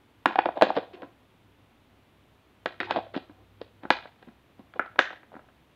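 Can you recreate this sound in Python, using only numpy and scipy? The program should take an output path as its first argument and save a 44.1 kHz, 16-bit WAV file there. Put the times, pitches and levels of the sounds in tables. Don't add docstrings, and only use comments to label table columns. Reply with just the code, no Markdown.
import sys
import numpy as np
from scipy import signal
from scipy.fft import rfft, irfft
from scipy.io import wavfile

SR = 44100
rng = np.random.default_rng(int(sys.argv[2]) if len(sys.argv) > 2 else 0)


def master(y):
    cut = np.clip(np.atleast_2d(y).T, -1, 1)
    pcm = np.round(cut * 32767)
    wavfile.write(sys.argv[1], SR, pcm.astype(np.int16))


N = 253839
LN_60_DB = np.log(1000)


def undb(db):
    return 10 ** (np.asarray(db) / 20)


def level(x, db):
    return x * undb(db) / np.sqrt(np.mean(x ** 2))


def band(x, lo_hz, hi_hz):
    return signal.sosfilt(signal.butter(2, [lo_hz, hi_hz], "bandpass", fs=SR, output="sos"), x)


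def band_around(x, hz, width_hz):
    return band(x, hz - width_hz / 2, hz + width_hz / 2)


def ring(t, hz, t60):
    return np.sin(2 * np.pi * hz * t) * np.exp(-LN_60_DB * t / t60)


def build_up(t, rise_s):
    return 1 - np.exp(-(t / rise_s) ** 2)


# (f/Hz, relative density level/dB)
HISS_COLOUR = [(15, -44.5), (25, -6.5), (43, -24.5), (96, -1.5), (174, -7.5), (247, -4), (497, -12),
               (948, -14), (1580, -18.5), (2940, -20.5), (3550, -22.5), (5030, -34), (7750, -38),
               (14000, -37), (15600, -41.5)]
HISS_DB = -61.5


def hiss():
    f = np.maximum(np.arange(N // 2 + 1) * SR / N, 1)
    hz, db = np.transpose(HISS_COLOUR)
    colour = undb(np.interp(np.log(f), np.log(hz), db))
    white = rng.standard_normal(N)
    return level(irfft(rfft(white) * colour, N), HISS_DB)


# f/Hz, width/Hz, level/dB
LOWER_HUM = (62, 8, -70.5)
# (t/s, level/dB)
UPPER_HUM_SWELL = [(0.0, -77), (0.37, -63.5), (0.72, -72.5), (1.14, -74), (1.67, -68), (2.15, -76),
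                   (2.4, -72.5), (2.69, -61.5), (3.08, -58.5), (3.25, -67), (3.68, -62.5), (4.36, -77),
                   (4.96, -70), (5.51, -80.5), (5.75, -71.5)]
UPPER_HUM_HZ, UPPER_HUM_WIDTH_HZ = 101, 7.1


def hums():
    low_hz, low_width, low_db = LOWER_HUM
    low = level(band_around(rng.standard_normal(N), low_hz, low_width), low_db)
    high = level(band_around(rng.standard_normal(N), UPPER_HUM_HZ, UPPER_HUM_WIDTH_HZ), 0)
    swell = undb(np.interp(np.arange(N) / SR, *np.transpose(UPPER_HUM_SWELL)))
    return low + swell * high


# (f/Hz, t60/s, relative level/dB)
ROOM_BANDS = [(266, .2, -11.5), (600, 0.44, -17), (1400, 0.28, -10), (3200, 0.34, -7.5), (5300, .24, -10.5),
              (13000, .12, -19)]
CLUMP_DB, CLUMP_S = 4., 0.0022
ROOM_BUILD_UP_S = 0.014


def room(dry):
    t = np.arange(SR // 2) / SR
    clump_index = (t / CLUMP_S).astype(int)
    clumps = undb(CLUMP_DB * rng.standard_normal(len(t))[clump_index])
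    clumps /= np.sqrt(np.mean(clumps ** 2))
    noises = rng.standard_normal((len(ROOM_BANDS), len(t))) * clumps
    tail = np.zeros(len(t))
    for (hz, t60, db), noise in zip(ROOM_BANDS, noises):
        decay = band(noise, hz / 1.5, hz * 1.5) * np.exp(-LN_60_DB * t / t60)
        energy = np.sum(decay ** 2) / np.mean(noise ** 2) * SR / (2 * hz)
        tail += undb(db) * decay / np.sqrt(energy)
    tail *= np.clip(t / ROOM_BUILD_UP_S, 0, 1)
    return signal.fftconvolve(dry, tail)[:N]


# (start t/s, length/s, singing level/dB, panel f/Hz, width/Hz, scratch level/dB)
RIM_SLIDES = [(0.554, 0.051, -38.5, 670, 244, -58), (0.75, 0.03, -41, 700, 400, -43.5),
              (0.931, 0.028, -46, 337, 121, -53), (2.838, 0.028, -43.5, 360, 100, -45.5),
              (2.87, 0.04, -39.5, 888, 90, -67), (3.137, .045, -41, 514, 400, -46),
              (4.755, 0.027, -48.5, 480, 250, -70.5), (4.984, 0.013, -28, 600, 504, -40)]


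def slides():
    time, out = np.arange(N) / SR, np.zeros(N)
    noise = rng.standard_normal(N)
    scratch = noise
    for _ in range(3):
        scratch = band(scratch, 800, 4200)
    scratch = level(scratch, 0)
    for start, length, db, hz, width, scratch_db in RIM_SLIDES:
        to_nearest_end = np.minimum(time - start, start + length - time)
        press = np.clip(to_nearest_end / .004, 0, 1)
        singing = level(band_around(noise, hz, width), db)
        out += press * (singing + undb(scratch_db) * scratch)
    return out


# (t/s, f/Hz, width/Hz, level/dB, t60/s)
SEAT_BUZZES = [(.262, 345, 40.3, -26, 0.14), (.262, 210, 40, -32.5, .12), (.395, 1902, 249.6, -39.5, .15),
               (.623, 6530, 2200, -56, .16), (2.806, 362.4, 60, -36.5, .15), (3.908, 900, 365, -30, 0.2),
               (4.798, 1600, 1200, -36, 0.2), (4.798, 600, 700, -42, .15), (4.995, 1700, 560, -27, 0.32),
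               (4.995, 900, 700, -37, .22), (3.908, 3900, 2400, -41, .2), (4.995, 3200, 900, -40, .3),
               (4.995, 5600, 2600, -48, .25)]


def buzzes():
    time, out, noise = np.arange(N) / SR, np.zeros(N), rng.standard_normal(N)
    for start, hz, width, db, t60 in SEAT_BUZZES:
        since = np.maximum(time - start, 0)
        fade = np.clip(since / 0.0027, 0, 1) * np.exp(-LN_60_DB * since / t60)
        rough = band_around(band_around(noise, hz, width), hz, width)
        out += fade * level(rough, db)
    return out


# (f/Hz, relative level/dB, t60/s)
BOX_MODES = [(231.95, -17.5, 0.12), (290, -8.5, 0.034), (339.2, -1.5, 0.05), (420, -13, 0.026),
             (518, -9.5, 0.077), (595, -10, .03), (749.3, -3, .03), (740, -7.5, .03), (860, -9, 0.038),
             (992, -8.5, .025), (972, -4, 0.023), (1184.6, -9.5, 0.014), (1341, -6, 0.031),
             (1496, -7.5, 0.029), (1628, -1, 0.027), (1700, -2.5, .016), (1917, -4, 0.027),
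             (2224, -2.5, .012), (2494, -4.5, 0.025), (2784, -4.5, 0.017), (3128, -5, 0.019),
             (3432, -1.5, 0.015), (3790, -3.5, 0.017), (3940, -2.5, 0.013), (4350, -2, 0.0081),
             (4750, -9.5, 0.009), (5140, -9, 0.0078)]
# (peak t/s, relative peak level/dB, brightness level/dB, swell by 60 dB/s, fade by 60 dB/s)
CHATTER_BURSTS = [(.272, -27, -8, .01, .25), (.396, -30, -30, .06, .035), (.466, -33, -30, .09, .2),
                  (.572, -30.5, -10, .06, .065), (.632, -16, -2, .01, .05), (.7, -34, -5, .15, .08),
                  (.638, -28, -5, .01, .45), (.776, -14, -17, .05, .05), (.81, -50, -17, .03, .4),
                  (1.036, -36.5, -17, .4, .16), (2.672, -24, -12, .01, .03), (2.68, -43.5, -20, .01, .2),
                  (2.812, -24, 2, .02, .035), (2.82, -40, -10, .01, .2), (2.914, -23, 0, .065, .075),
                  (2.968, -22.5, -11, .1, .09), (3.192, -51, -10, .01, .11), (3.3, -51.5, -15, .07, .18),
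                  (3.42, -49, -18, .4, .15), (3.618, -34.5, -11, .045, .035), (3.84, -39, -9, .075, .16),
                  (4.232, -52, -3, .17, .12), (4.276, -47.5, -13, .06, .2), (4.596, -41.5, -15, .035, .1),
                  (4.766, -37.5, -17, .075, .055), (5.354, -47, -14, .2, .33), (5.528, -58, -18, .6, .08)]
CHATTER_DB = -8
TICKS_PER_S, TICK_SPREAD_DB, TICK_RISE_S = 690, 3, 0.0013
CHATTER_HZ, CHATTER_FALL_DB = 650, 4


def chatter():
    time, t = np.arange(N) / SR, np.arange(SR // 10) / SR
    happens, side, strength = rng.random((3, N))
    tick_gain = undb(-TICK_SPREAD_DB * np.log(1 - strength))
    ticks = (happens < TICKS_PER_S / SR) * np.sign(side - .5) * tick_gain

    soft = build_up(t, TICK_RISE_S)
    low_modes, high_modes = np.zeros(len(t)), np.zeros(len(t))
    for hz, db, t60 in BOX_MODES:
        octaves_away = abs(np.log2(hz / CHATTER_HZ))
        mode = soft * undb(db - CHATTER_FALL_DB * octaves_away) * ring(t, hz, t60)
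        if hz < 1200:
            low_modes += mode
        else:
            high_modes += mode
    dull = level(signal.fftconvolve(ticks, low_modes)[:N], CHATTER_DB)
    bright = level(signal.fftconvolve(ticks, high_modes)[:N], CHATTER_DB)

    out = np.zeros(N)
    for peak, db, bright_db, swell, fade in CHATTER_BURSTS:
        shape = np.exp(-LN_60_DB * np.maximum((peak - time) / swell, (time - peak) / fade))
        out += undb(db) * shape * (dull + undb(bright_db) * bright)
    return out


RISE_S, START_DELAY_S = 0.00047, .0015
# (t/s, edge crack level/dB, edge fizz level/dB, thump level/dB), as gains before the force build-up
HARD_BLOWS = [(.256, -27, -34.5, -20), (.61, -47, -66, -50), (.62, -47, -60, -40), (.702, -48, -80, -55),
              (2.657, -39.5, -73, -45), (.355, -70, -80, -32), (.764, -56, -70, -28),
              (2.801, -38, -80, -28), (2.828, -53, -75, -55), (2.907, -39, -63, -40),
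              (3.902, -25, -43, -19), (4.793, -46, -74, -27), (4.989, -24, -45, -20)]
CRACK_T60_S = .012
THUMP_HZ, THUMP_T60_S = 290, .04


def cracks():
    out, t = np.zeros(N + SR), np.arange(SR // 8) / SR
    grits = rng.standard_normal((len(HARD_BLOWS), len(t))) * np.exp(-LN_60_DB * t / CRACK_T60_S)
    push = build_up(t, RISE_S)
    for (s, crack_db, fizz_db, thump_db), grit in zip(HARD_BLOWS, grits):
        crack = undb(crack_db) * band(band(grit, 4600, 7600), 4600, 7600)
        fizz = undb(fizz_db) * band(grit, 9000, 15500)
        thump = undb(thump_db) * ring(t, THUMP_HZ, THUMP_T60_S)
        i = int((s + START_DELAY_S) * SR)
        out[i:i + len(t)] += push * (crack + fizz + thump)
    return out[:N]


DRIVE_HZ = [280, 720, 1400, 5600]
# (t/s, struck panel level/dB, panel f/Hz, panel ring-down by 60 dB/cycles,
# hollow body drive level/dB, clack drive level/dB, fall of the treble above the clack/dB per octave)
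KNOCK_LIST = [(.256, 2, 1000, 10, -13, -8, 10), (.298, -26, 1060, 18, -37, -39, 4),
              (.307, -23, 904, 13, -37, -32, 10), (.329, -26, 880, 10, -46, -38, 5),
              (.355, -14, 774, 30, -23, -23, 9), (.383, -40, 607, 9, -11, -26, 15),
              (.387, -2, 815, 17.5, -28, -13, 10), (.455, -38, 762, 8.5, -5, -21, 9),
              (.487, -11.5, 704, 13.7, -24, -26, 23), (.57, -17, 655, 15, -38, -58, 6),
              (.61, -8.5, 740, 17, -33, -18, 10), (.62, 2, 638, 18.7, 3, -14, 2),
              (.667, -15, 617, 17, -23, -37, 6), (.702, -10, 815, 13.4, -13, -38, 6),
              (.764, -17.5, 764, 6, -6, -33, 0), (.771, -11, 476, 18.6, -20, -25, 8),
              (.782, -11, 526, 4.2, -18, -35, 3), (1.018, -31.5, 533, 22, -55, -42, 4),
              (1.028, -35, 291, 23, -28, -35.5, 20), (2.657, -9.5, 614, 7.6, -18, -18, 7),
              (2.801, -9.5, 1835, 14, -24, -24, 4), (2.828, -34, 1800, 10, -35, -24, 12),
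              (2.907, -13, 837, 13.5, -13, -23, 3), (2.959, -8, 715, 6.2, -37, -29, 5),
              (2.966, -15.5, 617, 16, -20, -42, 2), (2.974, -19, 643, 10, -23, -47, 5),
              (2.986, -17.5, 744, 18, -23, -48, -2), (3.001, -27, 696, 9, -45, -52, 3),
              (3.065, -35, 566, 17, -42, -47, 14), (3.141, -33, 600, 6, -34, -30, 16),
              (3.15, -36, 266, 8.4, -30, -33, 9), (3.162, -15.5, 282, 7.7, -36, -36, 1),
              (3.173, -29.5, 288, 6.7, -22, -35, 3), (3.294, -38, 298, 16, -46, -48, 17),
              (3.613, -22.5, 480, 9.7, -43, -46, -4), (3.832, -34, 309, 12, -33, -40, 9),
              (3.85, -23.5, 288, 4.6, -27, -29, 26), (3.902, -4.5, 817, 12, -6, -8, 5),
              (4.054, -30, 610, 11.7, -36, -36, 19), (4.225, -37, 510, 4.5, -48, -63, 3),
              (4.271, -40, 235, 14, -45, -59, 7), (4.283, -36, 230, 12, -48, -48, 11),
              (4.592, -34, 248, 9, -52, -61, 0), (4.736, -32.5, 1460, 15, -42, -44, 5),
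              (4.759, -33.5, 490, 15, -44, -46, 15), (4.793, 1, 1246, 5, -16, -10, 26),
              (4.859, -29.5, 762, 6.2, -39, -47, 5), (4.957, -32.5, 622, 9, -36, -38, 15),
              (4.989, 4.5, 1570, 12.7, -7, -8, 7), (5.103, -21, 1540, 11, -29, -36, 9),
              (5.128, -28.5, 678, 6.4, -35, -42, 7), (5.23, -35.5, 1700, 11.6, -42, -48, 15),
              (5.317, -35.5, 734, 9, -46, -63, 7), (5.328, -36, 600, 9, -51, -54, 10),
              (5.339, -30, 573, 7, -46, -40, 23), (5.35, -35.5, 266, 6.6, -41, -38, 21),
              (5.363, -34.5, 262, 9.4, -35, -38, 25), (5.39, -37.5, 620, 14.5, -43, -42, 20),
              (5.484, -44, 627, 9.6, -59, -48, 16)]
THUD_DB = -16
SCATTER_DB, DETUNE = 1.5, .012


def knocks():
    out, t = np.zeros(N + SR), np.arange(SR // 8) / SR
    hz, db, t60 = np.array(BOX_MODES).T[:, :, None]
    chance = rng.standard_normal((len(KNOCK_LIST), 2, len(BOX_MODES), 1))
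    sign = (-1.) ** np.arange(len(BOX_MODES))[:, None]
    push = build_up(t, RISE_S)
    for knock, (detune, scatter) in zip(KNOCK_LIST, chance):
        s, panel_db, panel_hz, cycles, hollow_db, clack_db, fall_db = knock
        tick_db = clack_db - 2 * fall_db
        drive_db = [hollow_db + THUD_DB, hollow_db, clack_db, tick_db]
        mode_db = np.interp(np.log(hz), np.log(DRIVE_HZ), drive_db) + db + SCATTER_DB * scatter
        modes = sign * undb(mode_db) * ring(t, hz * (1 + DETUNE * detune), t60)
        body = np.sum(modes, axis=0)
        panel = undb(panel_db) * ring(t, panel_hz, cycles / panel_hz)
        i = int((s + START_DELAY_S) * SR)
        out[i:i + len(t)] += push * (body + panel)
    return out[:N]


SMALL_BOX_HZ = 157


def scene():
    contacts = slides() + buzzes() + chatter() + cracks() + knocks()
    radiate = signal.butter(4, SMALL_BOX_HZ, "highpass", fs=SR, output="sos")
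    box = signal.sosfilt(radiate, contacts)
    return (hiss() + hums() + room(box) + box)[None]


TOP_HZ = 15700


def record(dry):
    clipped = np.clip(dry, -1, 1)
    low_pass = signal.ellip(10, .2, 80, TOP_HZ, fs=SR, output="sos")
    return signal.sosfilt(low_pass, clipped)


dry = scene()
out = record(dry)
master(out)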